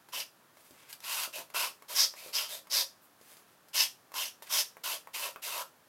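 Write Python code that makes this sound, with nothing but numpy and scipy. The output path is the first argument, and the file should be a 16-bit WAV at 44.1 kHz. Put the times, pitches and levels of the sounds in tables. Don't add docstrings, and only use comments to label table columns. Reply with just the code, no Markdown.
import sys
import numpy as np
from scipy import signal
from scipy.fft import rfft, irfft
from scipy.io import wavfile

SR = 44100
rng = np.random.default_rng(int(sys.argv[2]) if len(sys.argv) > 2 else 0)


def transcribe(u):
    v = np.clip(np.atleast_2d(u).T, -1, 1)
    q = np.round(v * 32767).astype(np.int16)
    wavfile.write(sys.argv[1], SR, q)


N = 259308
T = np.arange(N) / SR
FILTER_HZ = np.fft.rfftfreq(4096, 1 / SR)

# frequency in Hz, relative level in dB per Hz.
TEARING = [(60, -31.5), (200, -23), (350, -18.5), (560, -6.5), (790, -3), (1100, -7.5), (1900, 2.5),
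           (2500, 2), (3900, 5), (6500, 2), (9000, 0), (11600, 4), (14000, 1.5), (16000, -9.5)]


def amp(db):
    return 10 ** (np.asarray(db) / 20)


def evened(x):
    return x / np.sqrt(np.mean(x ** 2) + 1e-20)


def unit_energy(x):
    return x / np.linalg.norm(x)


def read(points, hz):
    f, value = np.transpose(points)
    return np.interp(np.log(hz + 1e-6), np.log(f), value)


def ringing(db):
    floored_db = np.maximum(db, db.max() - 100)
    log_gain = np.log(amp(floored_db))
    circle = np.concatenate([log_gain, log_gain[-2:0:-1]])
    response = np.fft.ifft(np.exp(np.conj(signal.hilbert(circle)))).real
    return unit_energy(response)


def through(x, response):
    return signal.oaconvolve(x, response)[:N]


def shaped_noise(gain):
    return evened(irfft(rfft(rng.standard_normal(N)) * gain, N))


def wander(hz):
    return shaped_noise(1 / (1 + (np.fft.rfftfreq(N, 1 / SR) / hz) ** 4))


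def add(mix, start_s, sound):
    part = mix[round(start_s * SR):][:len(sound)]
    part += sound[:len(part)]


def grit(catches_per_s, spread_db):
    size = amp(spread_db * np.minimum(rng.exponential(1, N), 4))
    sign = rng.choice([-1, 1], N)
    caught = rng.random(N) < catches_per_s / SR
    return evened(size * sign * caught)


def resonate(x, hz, width_hz):
    turn = np.exp(2j * np.pi * np.cumsum(hz * np.ones(N)) / SR)
    r = np.exp(-np.pi * width_hz / SR)
    poles = [1, -2 * r, r * r]
    size = np.linalg.norm(signal.lfilter([1], poles, signal.unit_impulse(len(FILTER_HZ))))
    lowpassed = signal.lfilter([1], poles, x / turn)
    return np.sqrt(2) * (turn * lowpassed).real / size


def strokes():
    # start, attack, hold and release in seconds, force level in dB, relative card flex and
    # card ring levels in dB, ring swell in dB per s, relative file low and file high levels in dB,
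    # file low and file high pitches in Hz at mid-hold.
    stroke_rows = [(.119, 0.027, 0.054, 0.062, -43, -12, -10, -200, 3.5, -0.5, 2890, 5230),
                   (1.006, 0.14, 0.092, 0.06, -39, -23.5, -3.5, 14, -4, -8.5, 2800, 4700),
                   (1.324, 0.021, 0.042, 0.075, -46, -8, -5.5, 5, -1.5, -13, 2690, 4770),
                   (1.536, 0.029, 0.047, 0.14, -37, -14.5, -3, -1, 1, -4.5, 2630, 4900),
                   (1.878, 0.025, 0.052, .025, -44.5, -8.5, -8, -60.5, -11, -10, 3220, 5130),
                   (1.945, 0.036, 0.035, 0.097, -33, -24.5, -13.5, -49.5, -5.5, 10, 3700, 5300),
                   (2.145, 0.038, 0.11, 0.056, -53.5, -6.5, -10.5, 70, -4.5, -10, 2410, 4480),
                   (2.323, 0.035, 0.0066, 0.18, -38, -19, -9, 40, 1.5, 5.5, 2980, 5020),
                   (2.48, 0.029, 0.03, 0.1, -44.5, -9, -11.5, 6, -4, -9, 3580, 4470),
                   (2.695, 0.061, 0.03, 0.096, -34.5, -16, -13, -31, -2, 7, 3780, 5200),
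                   (3.729, 0.05, 0.03, .105, -32.5, -38, -12.5, -100, 0.5, 2, 2970, 5340),
                   (4.132, 0.047, 0.03, 0.15, -40, -18, -3, -140, -0.5, 1.5, 2860, 5370),
                   (4.485, 0.072, 0.036, 0.061, -32.5, -22, -13.5, -130, -5.5, 1.5, 3220, 5630),
                   (4.834, 0.01, 0.073, 0.099, -39.5, -14.5, -7, -29, -2.5, -7, 2890, 4620),
                   (5.13, 0.023, 0.1, 0.1, -42.5, -11, -6, 43, -2, -8.5, 2770, 4970),
                   (5.416, 0.026, 0.17, 0.034, -42, -11, -4.5, 81, -5.5, -21, 2810, 5660)]
    attack_power, release_power = 1.36, 3.7
    flex_swell_db_per_s = 71.5
    glide_oct_per_s = 0.46
    forces, grips = [], []
    for (start, attack, hold, release, db, flex_db, card_db, swell,
         low_db, high_db, low_hz, high_hz) in stroke_rows:
        length = attack + hold + release
        t = np.clip(T - start, 0, length)
        rise = np.sin(np.pi / 2 * np.clip(t / attack, 0, 1))
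        fall = np.sin(np.pi / 2 * np.clip((length - t) / release, 0, 1))
        forces.append(amp(db) * rise ** attack_power * fall ** release_power)
        past_middle = t - attack - hold / 2
        glide = 2 ** (glide_oct_per_s * past_middle)
        grips.append((flex_db + flex_swell_db_per_s * past_middle, card_db + swell * past_middle,
                      low_db, high_db, low_hz * glide, high_hz * glide))
    force = sum(forces)
    shares = [(part + 1e-12) / (force + len(forces) * 1e-12) for part in forces]
    blended = [sum(share * value for share, value in zip(shares, column)) for column in zip(*grips)]
    return force, blended


def rasp(slip_db=1.23, slip_hz=300, drag_db=0.86, drag_hz=50, scrape_db=1.5, ring_db=-3.0,
         rock=0.029, rock_hz=25, radiate_hz=330, shift_db=2.1, shift_hz=22):
    flex_width, card_width, low_width, high_width = [281, 253, 637, 1450]
    # multiple of the ring pitch, level over the ring in dB.
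    upper, upper_db = (1.335, -4.5)
    flex_hz, rest_card_hz = 607, 982
    stiffen_oct = 4.5

    push, (flex_db, card_db, low_db, high_db, low_hz, high_hz) = strokes()
    force = push * amp(slip_db * wander(slip_hz) + drag_db * wander(drag_hz))
    scrape = through(force * grit(catches_per_s=14000, spread_db=0.5), ringing(read(TEARING, FILTER_HZ)))

    detune = 1 + rock * wander(rock_hz)
    card_hz = rest_card_hz * 2 ** (stiffen_oct * push) * detune
    modes = [(flex_hz, flex_width, flex_db),
             (card_hz, card_width, card_db),
             (upper * card_hz, card_width, card_db + upper_db),
             (low_hz * detune, low_width, low_db),
             (high_hz * detune, high_width, high_db)]
    rings = np.zeros(N)
    for hz, width_hz, free_db in modes:
        catches = force * grit(catches_per_s=5000, spread_db=4.0)
        contact_db = shift_db * wander(shift_hz)
        rings += resonate(catches * amp(free_db + contact_db), hz, width_hz)
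    rings = signal.sosfilt(signal.butter(2, radiate_hz, "highpass", fs=SR, output="sos"), rings)
    return amp(scrape_db) * scrape + amp(ring_db) * rings


def taps(contact_s=0.004, chatter_db=-2, chatter_t60_s=0.077):
    # start in seconds, level in dB before the contact gain, knock pitch in Hz,
    # scuff over knock in dB, scuff t60 in seconds.
    tap_rows = [(0.087, -53, 960, -1, 0.11), (.571, -56, 1090, -4, .04), (0.709, -51, 310, -8, 0.067),
                (0.928, -60, 1950, 20, 0.035), (1.004, -61.5, 1500, 10.5, 0.022),
                (1.277, -48, 610, -15, .02), (1.385, -43, 710, -16, .03), (1.502, -50.5, 1290, -2.5, .03),
                (1.546, -38.5, 1110, -2, 0.033), (1.823, -50, 1052, -4.5, 0.025),
                (2.139, -47, 1163, -10, .02), (2.262, -46, 510, -14, .04), (2.671, -51.5, 1110, -5, 0.025),
                (3.213, -55.5, 528, -1.5, 0.061), (3.316, -62, 600, 0, .03), (3.369, -59, 900, 5, 0.023),
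                (3.685, -65, 1440, 8.5, 0.049), (4.119, -50, 1094, -4.5, 0.031),
                (4.141, -45, 1090, 1, 0.015), (4.423, -44.5, 970, 0.5, 0.11),
                (4.769, -46, 1010, -12.5, 0.026), (5.073, -43.5, 1014, -21, 0.03),
                (5.3603, -39.5, 1210, -22, 0.017)]
    # multiple of the knock pitch, relative level in dB per Hz.
    knock_spectrum = [(.08, -20.5), (.25, -6), (.5, 2), (.75, 0), (1, 7.5), (1.35, -4.5), (2, -2.5),
                      (3, -16.5), (5, -28), (12, -17)]
    out = np.zeros(N)
    t = T[:2 * len(FILTER_HZ)]
    contact_gain = np.sqrt(contact_s * SR)
    for start, db, hz, scuff_db, scuff_t60_s in tap_rows:
        decays = amp(-60 * t / np.array([[chatter_t60_s], [scuff_t60_s]]))
        chatter, crunch = rng.standard_normal((2, len(t))) * decays
        blow = signal.unit_impulse(len(t)) + amp(chatter_db) * unit_energy(chatter)
        knock = signal.fftconvolve(unit_energy(blow), ringing(read(knock_spectrum, FILTER_HZ / hz)))
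        scuff = signal.fftconvolve(unit_energy(crunch), ringing(read(TEARING, FILTER_HZ)))
        add(out, start, amp(db) * contact_gain * (knock + amp(scuff_db) * scuff))
    return out


def rubs(uneven_db=1.5, uneven_hz=35, pivot_hz=3000):
    # start and length in seconds, level in dB, tilt above the pivot in dB per octave.
    rub_rows = [(0.53, 0.25, -63.5, -0.5), (0.704, 0.28, -61, -5), (0.884, 0.078, -53, 0.5),
                (3.01, 0.063, -59, 10), (3.17, .29, -59.5, -1), (3.448, 0.11, -67.5, -3),
                (4.452, 0.051, -53, -3.5)]
    # frequency in Hz, relative level in dB per Hz.
    rustle_spectrum = [(200, -21), (900, -7), (2300, -1.5), (4000, -5.5), (8000, -4), (12000, -1.5),
                       (16000, -6)]
    catches = amp(uneven_db * wander(uneven_hz)) * grit(catches_per_s=3600, spread_db=2)
    out = np.zeros(N)
    octaves_above = np.maximum(np.log2((FILTER_HZ + 1) / pivot_hz), 0)
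    for start, length, db, tilt in rub_rows:
        swell = np.sin(np.pi * T[T < length] / length)
        slide = amp(db) * swell * catches[round(start * SR):][:len(swell)]
        colour_db = read(rustle_spectrum, FILTER_HZ) + tilt * octaves_above
        add(out, start, signal.fftconvolve(slide, ringing(colour_db)))
    return out


def room(x, tail_db=-7, build_s=0.002):
    # frequency in Hz, t60 in seconds.
    decay_rows = [(300, 0.26), (1000, 0.21), (4000, 0.22), (8000, 0.25), (15000, 0.22)]
    # delay in seconds, gain.
    echo_rows = [(.0019, 0.14), (.0054, 0.18), (0.0117, .2), (0.0235, 0.14)]
    hz, t, bands = signal.stft(rng.standard_normal(SR // 2), SR, nperseg=256)
    decay = amp(-60 * t / read(decay_rows, hz)[:, None])
    tail = signal.istft(bands * decay, SR, nperseg=256)[1]
    tail = tail * (1 - np.exp(-T[:len(tail)] / build_s))
    response = amp(tail_db) * unit_energy(tail)
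    response[0] += 1
    for delay, gain in echo_rows:
        response[round(delay * SR)] += gain
    return through(x, response)


def air(level_db=-63.5):
    # frequency in Hz, relative level in dB per Hz.
    air_spectrum = [(15, -55), (25, -31.5), (70, -20), (82, -11), (149, -5.5), (416, -5.5), (988, -5.5),
                    (1330, -5.5), (1480, -8), (1740, -7.5), (2050, -13.5), (2480, -13.5), (9070, -20),
                    (11300, -16.5), (16000, -20)]
    return amp(level_db) * shaped_noise(amp(read(air_spectrum, np.fft.rfftfreq(N, 1 / SR))))


def scene():
    return (room(rasp() + taps() + rubs()) + air())[None]


def record(dry, edge_hz=16100):
    lowpass = signal.firwin(511, edge_hz, window=("kaiser", 9), fs=SR)
    return signal.oaconvolve(dry, lowpass[None], "same")


dry = scene()
out = record(dry)
transcribe(out)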